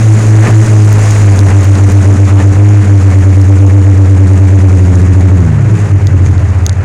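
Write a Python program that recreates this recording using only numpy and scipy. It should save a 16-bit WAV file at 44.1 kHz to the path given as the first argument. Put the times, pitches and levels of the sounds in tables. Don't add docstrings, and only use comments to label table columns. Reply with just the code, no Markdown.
import sys
import numpy as np
from scipy import signal
from scipy.io import wavfile
from scipy.ndimage import uniform_filter1d

SR = 44100
rng = np.random.default_rng(int(sys.argv[2]) if len(sys.argv) > 2 else 0)


def rack_gain(trim_db):
    fader = np.asarray(trim_db, float)
    return 10 ** (fader / 20)


def dump(signal):
    limited = np.clip(np.atleast_2d(signal).T, -1, 1)
    pcm = np.round(limited * 32767).astype(np.int16)
    wavfile.write(sys.argv[1], SR, pcm)


N = 301957

# (time [s], level [dB])
SPRAY_LEVEL = [(0, -32), (.3, -31), (1.2, -30), (1.35, -32), (2.0, -33.5), (2.4, -36), (3.15, -36),
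               (3.64, -37.5), (5.05, -38), (5.64, -44), (5.8, -39), (5.97, -45), (6.2, -43.5), (6.26, -40),
               (6.32, -44), (6.65, -45.5), (6.8, -50), (6.86, -44)]


def evened(x):
    return x / np.sqrt(np.mean(x ** 2) + 1e-20)


def along(rows):
    s, *columns = np.transpose(rows)
    return [np.interp(np.arange(N) / SR, s, column) for column in columns]


def waver(count):
    t = np.arange(0, N + 256, 256) / SR
    hz = np.geomspace(.5, 6, 16)[:, None]
    start_turns = rng.random((count, 16, 1))
    slow = np.sin(2 * np.pi * (hz * t + start_turns)).sum(axis=1)
    return [np.interp(np.arange(N) / SR, t, evened(drift)) for drift in slow]


def tone(turns, order, db, place):
    return rack_gain(db) * np.cos(2 * np.pi * (order * turns + place))


def engines():
    # (time [s], speed [Hz])
    own_speed = [(0.0, 111.27), (0.2, 107.25), (0.6, 110.61), (0.85, 105.01), (1.1, 104.95), (1.4, 96.78),
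                 (2.5, 95.57), (2.7, 102.72), (3.1, 93.71), (3.75, 96.53), (4.3, 93.41), (4.55, 94.88),
                 (4.95, 88.78), (5.35, 91.76), (5.75, 56.58), (5.9, 47.39), (6.5, 41.95), (6.86, 43.64)]
    # (time [s], speed [Hz])
    other_speed = [(0.0, 103.8), (0.45, 104.89), (1.0, 104.08), (3.15, 103.55), (3.9, 104.13),
                   (4.3, 103.29), (5.05, 103.87), (5.8, 103.29), (6.86, 98.43)]
    # (time [s], level [dB])
    own_swell = [(0, .1), (.4, -.5), (.7, 1.5), (.85, -4), (1.0, -14), (1.2, -7), (1.3, 2.5), (1.38, -1),
                 (2.4, 1), (2.75, -.5), (3.1, 1.5), (3.7, 3.5), (4.5, 3), (5.0, 2), (5.35, 2.5), (5.85, -3),
                 (6.35, 2), (6.86, -10)]
    # (time [s], level [dB])
    other_near = [(0, -10), (.2, -5), (.7, -2), (1.1, -4.5), (1.3, -11), (1.4, -4.5), (2.5, -3),
                  (2.68, -7.5), (2.83, .1), (3.0, -4), (4.0, -3.5), (4.9, -5.5), (5.25, -3), (5.55, -5.5),
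                  (5.78, -1.5), (5.9, -4), (6.5, -7.5), (6.86, -9.5)]
    # (open throttle [dB], shut throttle [dB], share of the swell and sag [0-1])
    own_orders = [(0.1, -10, .99), (-8.5, -2, .5), (-4, -10, .7)]
    # (frequency [Hz], level [dB], lead [turns])
    hull = [(45, -19, 0), (88, -2, 0), (103, 2.5, 0), (130, -5, 0), (178, -1.5, -.03), (192, -11, .15),
            (215, -8.5, .64), (330, -20.5, 1.2)]
    firing_turns = (.163, .430, .406, .765)
    waver_db = (.4, 1.2, 2.5, .6)
    # (order [per turn], level [dB], place [turns])
    own_faint = [(.5, -40, .71), (1.5, -26.5, .11), (2.5, -30.5, .6), (4, -33.5, .47), (5, -34, .39),
                 (6, -43, .1)]
    # (order [per turn], level against its drone [dB], place [turns])
    other_faint = [(1.5, -26.5, .46), (2, -18.5, .94), (3, -23, .99), (4, -24, .27)]

    own_hz, other_hz = along(own_speed)[0], along(other_speed)[0]
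    swell_db, near_db = along(own_swell)[0], along(other_near)[0]
    own_turns, other_turns = np.cumsum(own_hz) / SR, np.cumsum(other_hz) / SR
    lift_s, lift_takes_s = 5.4, .2
    shut = np.clip((np.arange(N) / SR - lift_s) / lift_takes_s, 0, 1)
    drift_db = [db * drift for db, drift in zip(waver_db, waver(count=4))]

    other_db = near_db + drift_db[3]
    sound = tone(other_turns, 1, other_db, firing_turns[3])
    hull_hz, hull_db, hull_lead = np.transpose(hull)
    for k, (open_db, shut_db, swell_share) in enumerate(own_orders):
        order = k + 1
        db = open_db + shut * (shut_db - open_db) + swell_share * swell_db + drift_db[k]
        log_hz = np.log(order * own_hz)
        passed_db = np.interp(log_hz, np.log(hull_hz), hull_db)
        lead = np.interp(log_hz, np.log(hull_hz), hull_lead)
        sound += tone(own_turns, order, db + passed_db, firing_turns[k] + lead)
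    for order, db, place in own_faint:
        sound += tone(own_turns, order, db, place)
    for order, db, place in other_faint:
        sound += tone(other_turns, order, other_db + db, place)
    return sound


def noise(points, patchy_db, flicker_db, size):
    frames, hz = 4 * N // size + 5, np.fft.rfftfreq(size, 1 / SR)
    real, imaginary, patches = rng.standard_normal((frames, len(hz), 3)).T
    patches = uniform_filter1d(patches, size=8, axis=0)
    patches = evened(uniform_filter1d(patches, size=10, axis=1))
    flicker = evened(uniform_filter1d(rng.standard_normal(frames), size=3))
    point_hz, point_db = np.transpose(points)
    colour_db = np.interp(np.log(hz + 1), np.log(point_hz), point_db, left=-60, right=-70)[:, None]
    level_db = colour_db + patchy_db * patches + flicker_db * flicker
    spectra = (real + 1j * imaginary) * rack_gain(level_db)
    return evened(signal.istft(spectra, nperseg=size, noverlap=size - size // 4)[1][:N])


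def water():
    # (frequency [Hz], level per Hz [dB])
    wash_colour = [(15, 0.5), (40, 7.5), (80, 6), (200, 6), (450, -9.5), (800, -20), (1600, -38)]
    rush_colour = [(200, -6.5), (450, 1), (1000, -5.5), (1900, -7), (2600, -13.5), (3300, -25), (5000, -29),
                   (8000, -35)]
    spray_colour = [(2000, -8), (3500, -8), (5000, -7.5), (5900, -2.5), (6800, 2.5), (7800, -5.5),
                    (9800, -9.5), (12000, -24), (17000, -33)]
    # (time [s], length [s], thud [dB], rush [dB])
    slaps = [(.0, .08, 8, .1), (.21, .08, 12, .1), (.35, .06, 8, 1.5), (.47, .07, 10, 7.5),
             (.67, .06, 8, .1), (1.1, .25, 5, 1.5), (1.38, .06, 10, .1), (1.51, .05, 10, 4),
             (1.78, .06, 6, .1), (2.12, .1, 7, -1.5), (2.3, .05, .1, 3), (2.4, .05, 3, 6),
             (2.56, .05, 8, .1), (2.72, .15, 7, 2), (3.12, .05, .1, 1.5), (5.64, .15, 3, .1),
             (6.3, .25, 5, .1), (6.82, .06, 3, 3)]

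    t = np.arange(N) / SR
    spray_db = along(SPRAY_LEVEL)[0]
    wash_db = -31 + .4 * (spray_db + 37)
    rush_db = -27.5 + .45 * (spray_db + 37)
    for s, length, slap_thud_db, slap_rush_db in slaps:
        swell = np.maximum(1 - abs(t - s) / length, 0)
        wash_db += swell * slap_thud_db
        rush_db += swell * slap_rush_db
    wash = rack_gain(wash_db + 7.5) * noise(wash_colour, patchy_db=1.5, flicker_db=2.5, size=2048)
    rush = rack_gain(rush_db + 4.5) * noise(rush_colour, patchy_db=1.0, flicker_db=0.76, size=512)
    spray = rack_gain(spray_db + 3.5) * noise(spray_colour, patchy_db=0.7, flicker_db=1.5, size=256)
    return wash + rush + spray


def drops():
    # (time [s], peak [dB], share of dull smack [0-1], share of thin snap [0-1])
    hits = [(0.3640, -18.5, .2, .1), (0.5830, -19, .2, .1), (0.9281, -9, .15, .6), (1.1097, -6, .2, .3),
            (1.3908, -4, .9, .15), (1.644, -18, .1, .9), (1.7540, -12, .7, .02), (1.92, -16, .1, .7),
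            (2.6897, -18, .2, .1), (3.4155, -12, .35, .03), (3.6645, -12, .35, .03), (4.4507, -21, .3, .1),
            (4.9550, -15, .4, .03), (6.0702, -9, .9, .3), (6.2550, -21, .3, .01), (6.2621, -16, .4, .01),
            (6.2700, -20, .3, .01), (6.380, -20, .9, .01), (6.4886, -24, .3, .05), (6.6555, -26, .15, .1),
            (6.6641, 2, .6, .04), (6.6941, -5, .9, .02), (6.7280, -21, .3, .04), (6.7310, -23, .3, .04)]
    # (frequency [Hz], time to fall 60 dB [s])
    housing = [(3600, .0035), (4800, .003), (6500, .004), (9400, .003), (13500, .0017)]

    t, out = np.arange(900) / SR, np.zeros(N)
    rise = 1 - np.exp(-t / .0003)
    rings = [rise * rack_gain(-60 * t / t60) * np.sin(2 * np.pi * hz * t) for hz, t60 in housing]
    smack, over, port, upper, snap = rings

    spatter = .09 * rng.standard_normal((len(hits), 60)) * np.exp(-np.arange(60) / 25.)
    spatter[:, 12] = 1
    for (s, db, dull, thin), grains in zip(hits, spatter):
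        ring = dull * (.7 * smack - over) + port - .25 * upper + thin * snap
        hit = np.convolve(grains, ring)
        part = out[round(s * SR):][:len(hit)]
        part += rack_gain(db) * hit[:len(part)] / abs(hit).max()

    mist_per_s = 110.
    mist = rack_gain(4.5 * np.minimum(rng.exponential(1, N), 5)) * (rng.random(N) < mist_per_s / SR)
    mist *= rack_gain(1.4 * (along(SPRAY_LEVEL)[0] + 33) - 45)
    mist_ring = .6 * port + 1.1 * snap + .3 * smack + .6 * upper
    return out + signal.oaconvolve(mist, mist_ring)[:N]


def scene():
    return (engines() + water() + drops())[None]


def roll_off(x):
    return signal.sosfilt(signal.butter(12, 17380, fs=SR, output="sos"), x)


def record(dry):
    ceiling = (-.9, .845)
    limit = np.where(dry > 0, ceiling[1], -ceiling[0])
    knee = 9.3
    flat = dry / (1 + abs(dry / limit) ** knee) ** (1 / knee)
    pole = np.exp(-2 * np.pi * 3. 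/ SR)
    tilted = signal.lfilter([1, -1], [1, -pole], flat)
    return roll_off(tilted)


dry = scene()
out = record(dry)
dump(out)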